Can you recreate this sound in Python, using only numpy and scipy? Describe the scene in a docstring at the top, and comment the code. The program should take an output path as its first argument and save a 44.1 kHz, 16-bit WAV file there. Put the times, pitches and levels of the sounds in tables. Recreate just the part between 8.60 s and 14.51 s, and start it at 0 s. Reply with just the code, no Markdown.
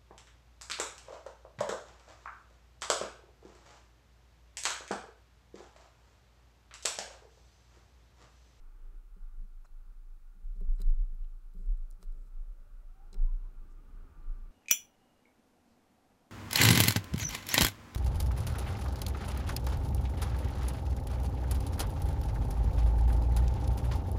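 """Steel scrapes and snaps over dull knocks: a pick works the pins of a padlock held in a small vise.
Each contact excites the resonances of pick and lock, each push rings the damped modes of the vise,
and the hands set the bench, with the camera on it, swaying at a very low pitch.
Behind the microphone's hiss, faint traffic swells, thin tones come and go, and a far motor runs up."""
import sys
import numpy as np
from scipy import signal
from scipy.fft import rfft, irfft, next_fast_len
from scipy.io import wavfile
from scipy.ndimage import uniform_filter1d, map_coordinates

SR = 44100
rng = np.random.default_rng(int(sys.argv[2]) if len(sys.argv) > 2 else 0)


def dump(signal):
    """Clip the signal to [-1, 1] and save it as 16-bit WAV at the path in sys.argv[1]."""
    limited = np.clip(np.atleast_2d(signal).T, -1, 1)
    pcm = np.round(limited * 32767).astype(np.int16)
    wavfile.write(sys.argv[1], SR, pcm)


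N = 260631

BAND_LIMIT_HZ = 15750
# normal modes of the clamped lock: pitch_hz, level_db, t60_s
VISE_MODES = [(180.9, 4, 0.18), (308, -9.5, 0.079), (396.5, 2, 0.073), (453, -13.5, 0.13),
              (537, -15.5, 0.18)]


def pin_snaps(snap=2.9, chatter=0.44, tail_db=-29, tail_t60_s=0.32):
    """Impulse excitation: a pin lets go with one snap, chatters briefly and dies away in a faint room tail."""
    # pin releases: start_s, relative_db, chatter_t60_s, centre_hz, spread_octaves, ring_db
    releases = [(2.0057, -63.5, 0.027, 9000, 1.8, -3), (2.204, -54, 0.014, 9000, 1.4, 6),
                (2.2176, -41.5, .011, 6000, 1.15, 5), (2.2228, -59, .012, 9300, .8, 0),
                (2.2178, -47, 0.016, 4020, 0.094, 1.5), (2.246, -62, 0.0202, 1483, 0.22, -6),
                (2.548, -67, .02, 11700, .15, -2), (2.645, -64, 0.023, 2600, 0.37, -11),
                (2.9385, -63, .005, 10000, 1.8, -6), (3.06, -66.5, .015, 5970, 0.77, 2),
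                (3.174, -64, 0.017, 6100, 1.5, -6), (3.3064, -53, .005, 12000, .6, -16),
                (3.3117, -49.5, .007, 7000, .65, -12), (3.3265, -62, .008, 7000, .5, -8),
                (3.4286, -50.5, 0.023, 1030, 0.82, -4), (3.4286, -47, 0.0091, 5300, 0.69, -25),
                (3.438, -57, 0.0076, 8070, 1.7, -12.5), (3.524, -65, 0.0095, 7000, 1, 2),
                (4.5297, -49.5, .012, 5700, .6, -3), (4.5314, -49.5, .014, 5200, .45, -2),
                (4.543, -46.5, .011, 2000, 1.9, -9), (5.627, -70, .04, 4060, .12, 1)]
    out, t = np.zeros(N), np.arange(SR // 10) / SR
    for start_s, relative_db, t60_s, centre_hz, spread_octaves, ring_db in releases:
        decay = amp(-60 * t / t60_s) + amp(tail_db - 60 * t / tail_t60_s)
        force = chatter * rng.standard_normal(len(t)) * decay
        force[0] = snap
        click = amp(relative_db - 3) * steel(force, centre_hz, spread_octaves, ring_db)
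        add(out, start_s - 64 / SR, click)  # the steel's response has a 64-sample lead-in
    return out


def pick_scrapes(grain_db=3, ring_db=-4):
    """Stick-slip friction: the pick slides along the keyway in short swells of tiny uneven slips."""
    # strokes of the pick: middle_s, length_s, level_db, centre_hz, spread_octaves
    strokes = [(1.052, 0.02, -62.5, 940, 0.68), (1.053, 0.028, -76.5, 6700, 0.3),
               (1.064, .024, -83.5, 4100, 0.09), (1.96, .03, -85, 5000, 0.89),
               (2.009, 0.023, -72.5, 900, 0.87), (2.16, 0.034, -85, 7350, .2),
               (2.191, 0.039, -78, 5000, 0.86), (2.208, 0.067, -69.5, 1100, 0.89),
               (2.209, .016, -73, 6000, 1.6), (2.959, .08, -85, 12500, 0.27),
               (3.012, 0.15, -86, 7500, 0.68), (3.429, 0.068, -77.5, 7000, 1.8),
               (3.597, 0.21, -89, 6960, 0.4), (3.671, 0.049, -83.5, 8000, 0.89),
               (4.544, 0.012, -67, 1600, 0.82), (5.116, .05, -83.5, 6550, 0.3)]
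    out = np.zeros(N)
    for middle_s, length_s, level_db, centre_hz, spread_octaves in strokes:
        slips, sizes = rng.standard_normal((2, SR // 2))[:, :int(length_s * SR)]
        force = unit(slips * amp(grain_db * sizes)) * signal.windows.tukey(len(slips), .8)
        scrape = amp(level_db) * steel(force, centre_hz, spread_octaves, ring_db)
        add(out, middle_s - length_s / 2, scrape)
    return out


def steel(force, centre_hz, spread_octaves, ring_db, contact_db=1):
    """Modal superposition: a contact drives one band, heard directly and through the steel's modes."""
    # resonances of pick and lock body: pitch_hz, width_hz, gain_db
    modes = [(740, 90, 2), (950, 70, 2), (1190, 80, 4), (1400, 100, 5), (2900, 300, 2), (4060, 160, 16),
             (4880, 200, 12), (5420, 160, 7), (6850, 160, 7), (7780, 250, 10), (8300, 150, 7),
             (8950, 200, 7), (9510, 200, 11), (10100, 200, 6), (11800, 350, 10), (12390, 200, 6),
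             (13050, 200, 2), (14500, 600, 2)]
    coupling_db = ring_db + contact_db * rng.standard_normal(len(modes))  # varies with contact point
    def response(f):
        ring = sum(amp(db + touch_db) * 1j * f * width / (hz * hz - f * f + 1j * f * width)
                   for (hz, width, db), touch_db in zip(modes, coupling_db))
        band = np.exp(-.5 * (np.log2((f + 1) / centre_hz) / spread_octaves) ** 2)
        return unit((1 + ring) * band * (f < BAND_LIMIT_HZ))
    return filtered(np.pad(force, (64, SR // 20)), response)


def vise_knocks(detune=0.0063):
    """Damped free vibration: after each bump the modes of the clamped lock decay exponentially."""
    # pushes and bumps on the vise: start_s, level_db, rise_s, upper_modes_db
    knocks = [(.563, -60.5, 0.0018, -1), (1.954, -54, 0.017, 0.5), (2.011, -49.5, 0.0015, 0.5),
              (2.198, -50.5, 0.0024, 1.5), (2.522, -61, 0.0029, -6), (2.945, -51.5, 0.0065, -7),
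              (2.99, -57, 0.0062, -8), (3.389, -59.5, 0.0076, 1), (3.4289, -65, 0.001, 6.5),
              (4.524, -58.5, 0.0047, 5), (4.545, -55, 0.0059, 6.5)]
    out, t = np.zeros(N), np.arange(SR // 2) / SR
    for start_s, level_db, rise_s, upper_db in knocks:
        grip = 1 + detune * rng.standard_normal(len(VISE_MODES))  # the fingers shift each mode a little
        ring = sum(amp(db + upper_db * (k > 0) - 60 * t / t60_s) * np.sin(2 * np.pi * hz * grip[k] * t)
                   for k, (hz, db, t60_s) in enumerate(VISE_MODES))
        add(out, start_s, amp(level_db) * ring * (1 - np.exp(-t / rise_s)))
    return out


def finger_rubs(lowest_width_hz=24, upper_width_hz=90):
    """Forced vibration: the friction of skin on the vise keeps its modes murmuring."""
    # fingers dragging: middle_s, length_s, level_db, upper_modes_db
    rubs = [(0.261, .5, -78, 7.5), (0.827, 0.12, -68.5, -17), (1.312, .2, -77.5, -16),
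            (1.794, 0.16, -71, -12), (3.051, 0.29, -67.5, -5.5), (3.59, .26, -70.5, -9)]
    out = np.zeros(N)
    widths = [lowest_width_hz] + [upper_width_hz] * (len(VISE_MODES) - 1)
    for middle_s, length_s, level_db, upper_db in rubs:
        def body(f):
            return sum(amp(db + upper_db * (k > 0)) / (1 + ((f - hz) / width) ** 2) / np.sqrt(width)
                       for k, ((hz, db, _), width) in enumerate(zip(VISE_MODES, widths)))
        drag = unit(filtered(rng.standard_normal(SR), body)[:int(length_s * SR)])
        add(out, middle_s - length_s / 2, amp(level_db) * drag * signal.windows.tukey(len(drag), .8))
    return out


def bench_sway(rock_hz=28.15, tremor_db=-43, swell_s=0.033, beat_s=0.11, beat_loss_db=7.5):
    """Resonance: bench and camera mount rock in their lowest mode, each push dying away in beats."""
    # the hands lean on the bench or let go: peak_s, level_db
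    pushes = [(.07, -45), (0.661, -41), (.81, -37.5), (1.89, -32.5), (2.03, -33), (2.105, -24.5),
              (2.295, -18.5), (2.63, -33), (3.001, -36), (3.108, -26.5), (3.498, -35), (3.789, -33),
              (4.63, -21.5), (5.0, -39.5), (5.702, -32.5)]
    t = np.arange(N) / SR
    power = (amp(tremor_db) * np.tanh(wobble(11))) ** 2  # hands at rest
    for peak_s, level_db in pushes:
        for beat in range(3):
            swell = np.exp(-((t - peak_s - beat * beat_s) / swell_s) ** 2)
            power += amp(level_db - beat * beat_loss_db) ** 2 * swell
    envelope = uniform_filter1d(np.sqrt(power), SR // 45)
    rocking = tone(rock_hz * np.exp(.08 * wobble(14)))
    shudder = noise([(20, -10), (36, 0), (48, -3), (62, -30), (110, -60), (300, -120)])
    return envelope * (rocking + amp(-15) * shudder)


def traffic():
    """Incoherent sources add: four bands of road noise swell, each at its own rate, as vehicles near."""
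    # spectra of the road noise: frequency_hz, density_db
    rumble_spectrum = [(30, -10), (70, 8), (88, 8), (140, -3.5), (200, -5.5), (270, -6.5), (390, -7),
                       (520, -14), (700, -18), (2000, -62)]
    drone_spectrum = [(30, -16), (65, 9.5), (105, -10.5), (135, -4.5), (190, -8.5), (260, -4.5),
                      (340, -15.5), (700, -50.5)]
    tyre_spectrum = [(400, -25.5), (700, -12.5), (830, -2), (1020, -9.5), (1180, -1), (1250, -4.5),
                     (1400, -1.5), (1700, -12.5), (2500, -28), (5000, -43.5)]
    rush_spectrum = [(1200, -37.5), (1800, -4), (2500, 0), (3400, -8), (7000, -17.5), (14000, -39.5)]
    near_db, bass_db = traffic_strength_db(bass=False), traffic_strength_db(bass=True)
    rumble = amp(-63 + 1.216 * bass_db + wobble(6.3)) * noise(rumble_spectrum)
    drone = amp(-65 + 2.6 * bass_db) * noise(drone_spectrum)
    tyres = amp(-73 + .85 * near_db + wobble(8)) * noise(tyre_spectrum)
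    rush = amp(-83 + .75 * near_db) * noise(rush_spectrum)
    return rumble + drone + tyres + rush


def traffic_strength_db(bass, steady_road_db=-10):
    """Inverse-square law: each vehicle's power rises and falls with distance, above a steady road."""
    # far vehicles passing: nearest_s, relative_db, half_length_s, extra_bass_db
    vehicles = [(.15, -3, 0.26, -5), (5.55, -0.5, 0.67, 0.5)]
    t = np.arange(N) / SR
    passing = sum(amp(db + bass * extra_bass_db) ** 2 / (1 + ((t - nearest_s) / half_length_s) ** 2)
                  for nearest_s, db, half_length_s, extra_bass_db in vehicles)
    return 10 * np.log10(amp(steady_road_db) ** 2 + passing)


def distant_motor(idle_hz=425, full_hz=1318, midway_s=4.515, run_up_s=.31, start_s=3.45, fade_s=0.29):
    """Multipath propagation: a rising whine arrives blurred, and reflects once from a building."""
    # housing resonances that the whine climbs through: pitch_hz, half_width_hz, boost_db
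    housing = [(500, 10, 5), (590, 16, 10.5), (793, 36, 15.5), (986, 18, 11.5)]
    t = np.arange(N) / SR
    pitch_hz = idle_hz + (full_hz - idle_hz) / (1 + np.exp((midway_s - t) / run_up_s))
    boost_db = sum(db / (1 + ((pitch_hz - hz) / width) ** 2) for hz, width, db in housing)
    level_db = -81 + 6 * np.log2(pitch_hz / full_hz) + boost_db  # 6 dB louder per octave
    paths = wobble(44) + 1j * wobble(44)  # random amplitude and phase
    blurred = np.real(paths * np.exp(2j * np.pi * np.cumsum(pitch_hz) / SR))
    fade_in = np.clip((t - start_s) / fade_s, 0, 1)
    whine = fade_in * amp(level_db) * unit(blurred)
    out = whine.copy()
    add(out, 0.17, amp(-4) * whine)  # the echo
    return out


def distant_tones(fade_s=.1, flicker_db=1.5, waver_hz=2):
    """Random modulation: thin far tones come and go, wavering slightly in level and pitch."""
    # distant tones: start_s, end_s, pitch_hz, level_db
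    tones = [(3.05, 4.15, 598, -87), (3.2, 4.9, 1319, -88), (5.42, 6, 1179, -77)]
    out, t = np.zeros(N), np.arange(N) / SR
    for start_s, end_s, pitch_hz, level_db in tones:
        gate = np.clip(np.minimum(t - start_s, end_s - t) / fade_s, 0, 1)
        out += gate * amp(level_db + flicker_db * wobble(10)) * tone(pitch_hz + waver_hz * wobble(30))
    return out


def microphone_hiss(level_db=-80.5):
    """Self-noise: the microphone adds an even broadband floor."""
    # spectrum of the hiss: frequency_hz, density_db
    spectrum = [(500, 2.5), (1800, -2), (3200, -4), (4000, -2), (4600, -3.5), (8000, -4), (15500, -5)]
    return amp(level_db) * noise(spectrum)


def amp(db):
    """Decibels as an amplitude ratio."""
    return 10 ** (np.asarray(db) / 20)


def unit(x):
    """Normalisation to rms 1."""
    return x / np.sqrt(np.mean(x ** 2) + 1e-30)


def wobble(rate_hz):
    """Spline interpolation: a smooth curve through rate_hz random values a second."""
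    return map_coordinates(rng.standard_normal(int(N * rate_hz / SR) + 4), [np.arange(N) * rate_hz / SR])


def filtered(x, response):
    """Linear filtering: the spectrum of x times a complex frequency response."""
    size = next_fast_len(len(x) + 8192)
    return irfft(rfft(x, size) * response(np.fft.rfftfreq(size, 1 / SR)), size)[:len(x)]


def noise(spectrum):
    """Spectral shaping: noise of rms 1 coloured by (frequency_hz, density_db) points."""
    hz, db = np.transpose(spectrum)
    return unit(filtered(rng.standard_normal(N), lambda f: amp(np.interp(np.log(f + 1), np.log(hz), db))))


def tone(pitch_hz):
    """Phase is the integral of frequency: a sine of rms 1 follows a pitch curve."""
    return np.sqrt(2) * np.sin(2 * np.pi * np.cumsum(pitch_hz) / SR)


def add(track, start_s, sound):
    """Mix a sound into the track from start_s on."""
    start = max(round(start_s * SR), 0)
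    track[start:start + len(sound)] += sound[:max(N - start, 0)]


def scene():
    """Superposition: the work at the bench and its background sum at the microphone."""
    picking = pin_snaps() + pick_scrapes() + vise_knocks() + finger_rubs() + bench_sway()
    return picking + traffic() + distant_motor() + distant_tones() + microphone_hiss()


def record(dry):
    """Low-pass filtering: the camera keeps nothing above its band limit."""
    return filtered(dry, lambda hz: hz < BAND_LIMIT_HZ)


dry = scene()
out = record(dry)
dump(out)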